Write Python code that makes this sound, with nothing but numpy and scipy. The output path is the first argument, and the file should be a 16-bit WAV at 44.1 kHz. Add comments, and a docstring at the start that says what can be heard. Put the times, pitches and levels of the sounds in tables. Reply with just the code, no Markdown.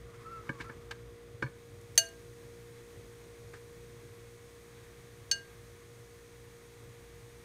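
"""Over the slowly beating hum of a refrigerator and the mains, a quilted oven mitt rubs on a knob.
The knob is on a rice cooker's glass lid, which jostles in its seat and excites the modes of the pot.
The lid lifts off, simmer and hiss grow, and the steel-rimmed glass clinks in free, damped vibration,
once on the way and again as it is set down. Tiny ticks and two faint taps are heard as well,
and the small kitchen reverberates to the handling."""
import sys
import numpy as np
from scipy import signal
from scipy.fft import rfft, irfft, next_fast_len
from scipy.io import wavfile
from scipy.ndimage import map_coordinates

SR = 44100
rng = np.random.default_rng(int(sys.argv[2]) if len(sys.argv) > 2 else 0)


def unload_audio(sound):
    """Save the sound as a 16-bit wav file, at the path given as the first command line argument."""
    columns = np.transpose(np.atleast_2d(sound))
    # keep every value between -1 and 1, then stretch to whole-number steps
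    steps = np.round(np.clip(columns, -1, 1) * 32767)
    wavfile.write(sys.argv[1], SR, steps.astype(np.int16))


N = 328104

# harmonics of the compressor shaft and of the mains: (harmonic number, level/dB)
COMPRESSOR_HARMONICS = [(1, -65.5), (2, -61.5), (3, -74.5), (4, -72.5), (5, -71.5), (6, -68.5), (7, -71),
                        (8, -56.5), (9, -76.5), (10, -100), (13, -84.5), (15, -82), (19, -88), (23, -99),
                        (24, -79.5), (38, -82.5), (83, -84.5)]
MAINS_HARMONICS = [(2, -69), (6, -74), (8, -73.5), (12, -79.5)]
COMPRESSOR_GAIN = [(3.5, 0.74), (5, -1.7)]  # its harmonics drop a little: (t/s, level/dB)
# spectra of gas pulses, house rumble, simmer, hiss and rustling cloth: (f/Hz, level/dB)
BUZZ_SPECTRUM = [(500, -25), (900, -1), (2000, -0.5), (2800, -6.5), (3700, -2.5), (5000, -15),
                 (9000, -36)]
RUMBLE_SPECTRUM = [(20, -36), (35, -28), (55, 7.5), (72, -8), (95, 5), (150, -2), (230, -15), (380, -10.5),
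                   (650, -17.5), (1500, -56)]
SIMMER_SPECTRUM = [(200, 5.5), (750, -2.5), (1100, 4), (1350, -2), (1700, 2), (2200, 2.5), (2900, -6.5),
                   (3800, -5.5), (5000, -16), (7000, -17)]
HISS_SPECTRUM = [(2500, -23), (4000, 0), (5000, -1.5), (6200, 2.5), (6750, 3.5), (7400, -3.5), (8000, 1.5),
                 (9000, 1), (9900, -1.5), (10400, -7.5), (11000, -3.5), (13000, -7), (15400, -10)]
CLOTH_SPECTRUM = [(200, -5), (700, -18), (1150, 3.5), (1600, -6), (2100, -5), (3000, -17.5), (6000, -17.5),
                  (15000, -33.5)]
# slips of the mitt on the knob: (middle t/s, length/s, f/Hz, glide/(Hz/s), level/dB)
MITT_SLIPS = [(0.274, 0.036, 1320, 499.5, -47), (.356, 0.094, 1335, -450, -46),
              (0.56, 0.084, 1120, -1500, -59), (0.673, .05, 1335, 301, -53)]
# reverberation time of the kitchen: (f/Hz, t60/s)
KITCHEN_DECAY = [(150, 0.41), (700, 0.37), (2500, 0.31), (6000, 0.25), (14000, 0.23)]
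# modes of the pot with the lid seated: (f/Hz, t60/s, level/dB)
POT_MODES = [(181, 0.098, -11), (246, 0.065, -5.5), (319, 0.068, -3.5), (461, 0.075, -8),
             (550, 0.11, -14.5), (878, 0.091, -13.5), (977, 0.076, -7.5), (1076, 0.073, -9.5),
             (1197, 0.064, -7), (1493, 0.05, -0.5), (1613, 0.084, 1), (1736, 0.056, 3), (2242, 0.046, -1),
             (2380, 0.042, -10), (2970, 0.028, -12.5), (3740, .04, -26), (4350, 0.14, -24.5),
             (5320, .07, -27)]
# the lid jostles the pot:
# (t/s, rattle level/dB, bass gain/dB, treble gain/dB, thump level/dB,
#  scrape level/dB before doubling, scrape t60/s)
LID_KNOCKS = [(0.4912, -32.5, 6.5, -17, -31.5, -52, .05), (0.6003, -43, 4, -2, -56, -68, .06),
              (.6060, -44, -9, 0, -60, -45, 0.076), (0.6953, -42.5, 2.5, -14, -41, -68, .05),
              (0.9091, -43, -13, 1, -67, -38, 0.048), (1.4232, -29.5, 1, 1.5, -55, -44, 0.048),
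              (1.4400, -45, 8, -10, -27.5, -67, .04), (1.464, -48, -9, -10, -56, -75, .04)]
# faint bright ticks: (t/s, level/dB)
TICK_EVENTS = [(1.8125, -55), (1.9554, -48), (2.0875, -50), (2.1927, -56), (5.8304, -62)]
# modes of the glass lid: (f/Hz, t60/s, level/dB struck on the rim, level/dB set down)
GLASS_MODES = [(666, .44, -36, -53), (1601, .46, -37, -33), (2862, .25, -28, -33), (4328, .04, -28, -31),
               (4447, .08, -16, -17), (5580, .055, -35, -28), (6302, .07, -10, -19), (7235, .055, -21, -39),
               (8462, .085, -27, -34), (9249, .05, -21, -48), (10852, .055, -26, -51),
               (11690, .04, -32, -46), (13430, .05, -27, -48)]
# contacts of the glass:
# (t/s, ring level/dB, clash level/dB, clash low f/Hz, clash high f/Hz, clash t60/s,
#  ring rise/s, damping by the support/(dB/s))
GLASS_CONTACTS = [(1.9768, 0, -18, 1800, 17000, 0.05, 0.0014, 18),
                  (5.3132, -2, -23, 3900, 5830, 0.038, 0.00071, 50)]
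# faint taps in the kitchen: (t/s, level/dB, t60/s)
TAP_EVENTS = [(3.533, -43.5, 0.12), (3.562, -57, .08)]
# spectra of the rim's scrape, a tick, the rim's clash and a tap: (f/Hz, level/dB)
SCRAPE_SPECTRUM = [(300, -19), (900, -0.5), (1800, 1), (3300, -3.5), (5800, -10.5), (8000, -15.5),
                   (11000, -29), (15000, -30)]
TICK_SPECTRUM = [(2000, -8), (8000, 2), (15000, -7)]
CLASH_SPECTRUM = [(300, -36), (1150, -7.5), (1800, 1), (2500, -2), (4200, 1), (5600, -1.5), (6400, 1.5),
                  (7800, -2.5), (9300, -4), (12000, -5.5), (14000, -5), (15000, -26)]
TAP_SPECTRUM = [(150, -15), (320, 8), (700, -8), (1150, -3), (1700, 5), (2700, -12), (4200, -12),
                (8000, -20), (15000, -40)]

COMPRESSOR_HZ, MAINS_HZ = 58.8, 60
LIFT_MIDDLE_S, LIFT_LENGTH_S = 1.7, 0.67
GRIP_FROM_S, GRIP_UNTIL_S = 0.18, 0.61  # the hand seeks its grip
RUSTLE_RISE_DB_PER_S, RUSTLE_FALL_DB_PER_S = 45, 19
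SLIP_SAG_HZ_PER_S2 = 7000  # the pitch arches as the hand speeds up and slows
CUTOFF_HZ = 15600


def amp(db):
    """Amplitude ratio of a level in decibels."""
    return 10 ** (np.asarray(db) / 20)


def unit(x):
    """Normalisation to rms 1."""
    return x / np.sqrt(np.mean(x ** 2) + 1e-20)


def along(points, hz):
    """Interpolation of (f/Hz, value) points on a logarithmic frequency axis."""
    f, values = np.transpose(points)
    return np.interp(np.log(hz + 1), np.log(f + 1), values)


def wobble(rate):
    """Smooth random modulation: a spline through `rate` knots a second."""
    return map_coordinates(rng.standard_normal(int(N * rate / SR) + 4), [np.arange(N) * rate / SR])


def filtered(x, response):
    """Linear filtering: the spectrum of x times a frequency response."""
    size = next_fast_len(len(x) + 8192)
    return irfft(rfft(x, size) * response(np.fft.rfftfreq(size, 1 / SR)), size)[:len(x)]


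def noise(spectrum, size):
    """Spectral shaping of white noise, at rms 1."""
    return unit(filtered(rng.standard_normal(size), lambda hz: amp(along(spectrum, hz))))


def fade(t, t60, rise):
    """Envelope of an impact: quick build-up, exponential decay."""
    return np.exp(-np.log(1000) * t / t60) * (1 - np.exp(-t / rise))


def ring(t, hz, t60, rise):
    """Damped oscillation of one mode, with random phase."""
    return np.sin(2 * np.pi * (hz * t + rng.random())) * fade(t, t60, rise)


def add(track, onset, sound):
    """Superposition of a sound on the track from `onset` seconds."""
    part = track[round(onset * SR):][:len(sound)]
    part += sound[:len(part)]


def hum():
    """Beats: the compressor motor slips behind the mains, so their harmonics throb against each other."""
    t = np.arange(N) / SR
    beat_t = t - 4.35  # counted from a moment when shaft and mains are in step
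    turns = COMPRESSOR_HZ * beat_t + 0.016 * wobble(3)
    phases = rng.random(128)

    def harmonics(lines, cycles):
        """Fourier series whose partials waver in level."""
        return sum(np.sqrt(2) * amp(db + 0.7 * wobble(2))
                   * np.sin(2 * np.pi * (k * cycles + phases[round(k)])) for k, db in lines)

    puff = noise(BUZZ_SPECTRUM, SR // 59)  # one puff of gas per turn makes a faint buzz
    buzz = np.interp(turns, np.arange(len(puff)) / len(puff), puff, period=1)
    gain_db = np.interp(t, *np.transpose(COMPRESSOR_GAIN))
    compressor = amp(gain_db) * harmonics(COMPRESSOR_HARMONICS, turns)
    return compressor + harmonics(MAINS_HARMONICS, MAINS_HZ * beat_t) + amp(-69) * buzz


def house_rumble():
    """Low-frequency noise of the house, fluctuating and slowly sinking in level."""
    t = np.arange(N) / SR
    return noise(RUMBLE_SPECTRUM, N) * amp(-56.5 - 0.45 * t + 2.0 * wobble(9.8))


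def hot_rice():
    """Transmission loss: the lid attenuates the airy simmer and fine hiss until it is lifted."""
    t = np.arange(N) / SR
    covered = np.clip(0.5 - (t - LIFT_MIDDLE_S) / LIFT_LENGTH_S, 0, 1)
    simmer = noise(SIMMER_SPECTRUM, N) * amp(-62 - 3 * covered + 0.61 * wobble(23) + 0.57 * wobble(2.55))
    hiss = noise(HISS_SPECTRUM, N) * amp(-65.5 - 4 * covered)
    return simmer + hiss


def mitt():
    """Friction: the rustling weave zips over the knob at a frequency that follows the hand's speed."""
    out, t = np.zeros(N), np.arange(N) / SR
    unevenness = 1 + 0.0108 * wobble(250)
    grip = amp(0.5 * wobble(140))
    for middle, length, hz, glide, db in MITT_SLIPS:
        thread_hz = hz + glide * (t - middle) - SLIP_SAG_HZ_PER_S2 * (t - middle) ** 2
        phase = 2 * np.pi * np.cumsum(thread_hz * unevenness) / SR
        swell = 1 / (1 + np.abs(2 * (t - middle) / length) ** 4.5)
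        out += np.sqrt(2) * amp(db) * swell * grip * (np.sin(phase) + amp(-27) * np.sin(2 * phase))
    # the cloth rustles while the hand seeks its grip, and quietens once it holds the knob
    reach_db = RUSTLE_RISE_DB_PER_S * np.maximum(GRIP_FROM_S - t, 0)
    hold_db = RUSTLE_FALL_DB_PER_S * np.maximum(t - GRIP_UNTIL_S, 0)
    rustle = unit(noise(CLOTH_SPECTRUM, N) * amp(3.3 * wobble(60)))
    return out + amp(-59.5 - reach_db - hold_db) * rustle


def kitchen_echo(x):
    """Reverberation: diffuse wall reflections decay exponentially, each frequency at its own rate."""
    hz, t, spectra = signal.stft(rng.standard_normal(SR // 2), SR, nperseg=256)
    decay = np.exp(-np.log(1000) * t / along(KITCHEN_DECAY, hz)[:, None])
    _, tail = signal.istft(spectra * decay, SR, nperseg=256)
    delayed = np.pad(x, (SR // 200, 0))
    return signal.fftconvolve(delayed, tail / np.linalg.norm(tail))[:N]


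def lid_knocks():
    """Impact excitation: the seated lid rings the pot, its rim scrapes, the cooker rocks on its feet."""
    out, t = np.zeros(N), np.arange(SR // 3) / SR
    for onset, db, bass_db, treble_db, thump_db, scrape_db, scrape_t60 in LID_KNOCKS:
        pot = np.zeros(len(t))
        for hz, t60, mode_db in POT_MODES:
            colour_db = bass_db * (hz < 400) + treble_db * (hz > 3400) + rng.normal(0, 2.7)
            pot += amp(mode_db + colour_db) * ring(t, hz, t60, rise=0.0016)
        thump = ring(t, hz=131.7, t60=0.12, rise=0.003)
        scrape = 2 * noise(SCRAPE_SPECTRUM, len(t)) * fade(t, scrape_t60, rise=0.0028)
        add(out, onset, amp(db) * pot + amp(thump_db) * thump + amp(scrape_db) * scrape)
    return out


def ticks():
    """Brief transients have broad spectra: small ticks sound brightly."""
    out, t = np.zeros(N), np.arange(SR // 20) / SR
    for onset, db in TICK_EVENTS:
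        add(out, onset, amp(db) * noise(TICK_SPECTRUM, len(t)) * fade(t, t60=0.018, rise=0.0003))
    return out


def glass_clinks():
    """Modal vibration: the point of contact decides how strongly each mode of the glass is excited."""
    out, t = np.zeros(N), np.arange(SR) / SR
    for k, contact in enumerate(GLASS_CONTACTS):
        onset, ring_db, clash_db, low_hz, high_hz, clash_t60, rise, damping = contact
        glass = sum(amp(levels[k]) * ring(t, hz, t60, rise) for hz, t60, *levels in GLASS_MODES)
        # the steel rim adds a dense, short-lived clash, narrower in band for a softer contact
        band = lambda hz: 1 / np.sqrt((1 + (hz / high_hz) ** 5) * (1 + (low_hz / (hz + 1)) ** 4))
        clash = unit(filtered(noise(CLASH_SPECTRUM, len(t)), band))
        clash *= fade(t, clash_t60, rise=0.000193)
        add(out, onset, amp(ring_db - damping * t) * glass + amp(clash_db) * clash)
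    return out


def taps():
    """Soft impacts carry little treble: dull taps a little way off."""
    out, t = np.zeros(N), np.arange(SR // 3) / SR
    for onset, db, t60 in TAP_EVENTS:
        add(out, onset, amp(db) * noise(TAP_SPECTRUM, len(t)) * fade(t, t60, rise=0.0035))
    return out


def scene():
    """Direct and reverberant sound superpose; the lid clinks in two places, each with its own echo."""
    glass = glass_clinks()
    handling = lid_knocks() + taps() + ticks() + mitt()
    set_down = np.arange(N) / SR >= GLASS_CONTACTS[1][0]
    glass_echo = kitchen_echo(glass * ~set_down) + kitchen_echo(glass * set_down)
    echo = amp(-17.5) * glass_echo + amp(-19) * kitchen_echo(handling)
    return (glass + handling + echo + hum() + house_rumble() + hot_rice())[None]


def record(dry):
    """Band limiting: an ideal low-pass filter passes nothing above the cutoff."""
    return np.array([filtered(channel, lambda hz: hz < CUTOFF_HZ) for channel in dry])


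dry = scene()
out = record(dry)
unload_audio(out)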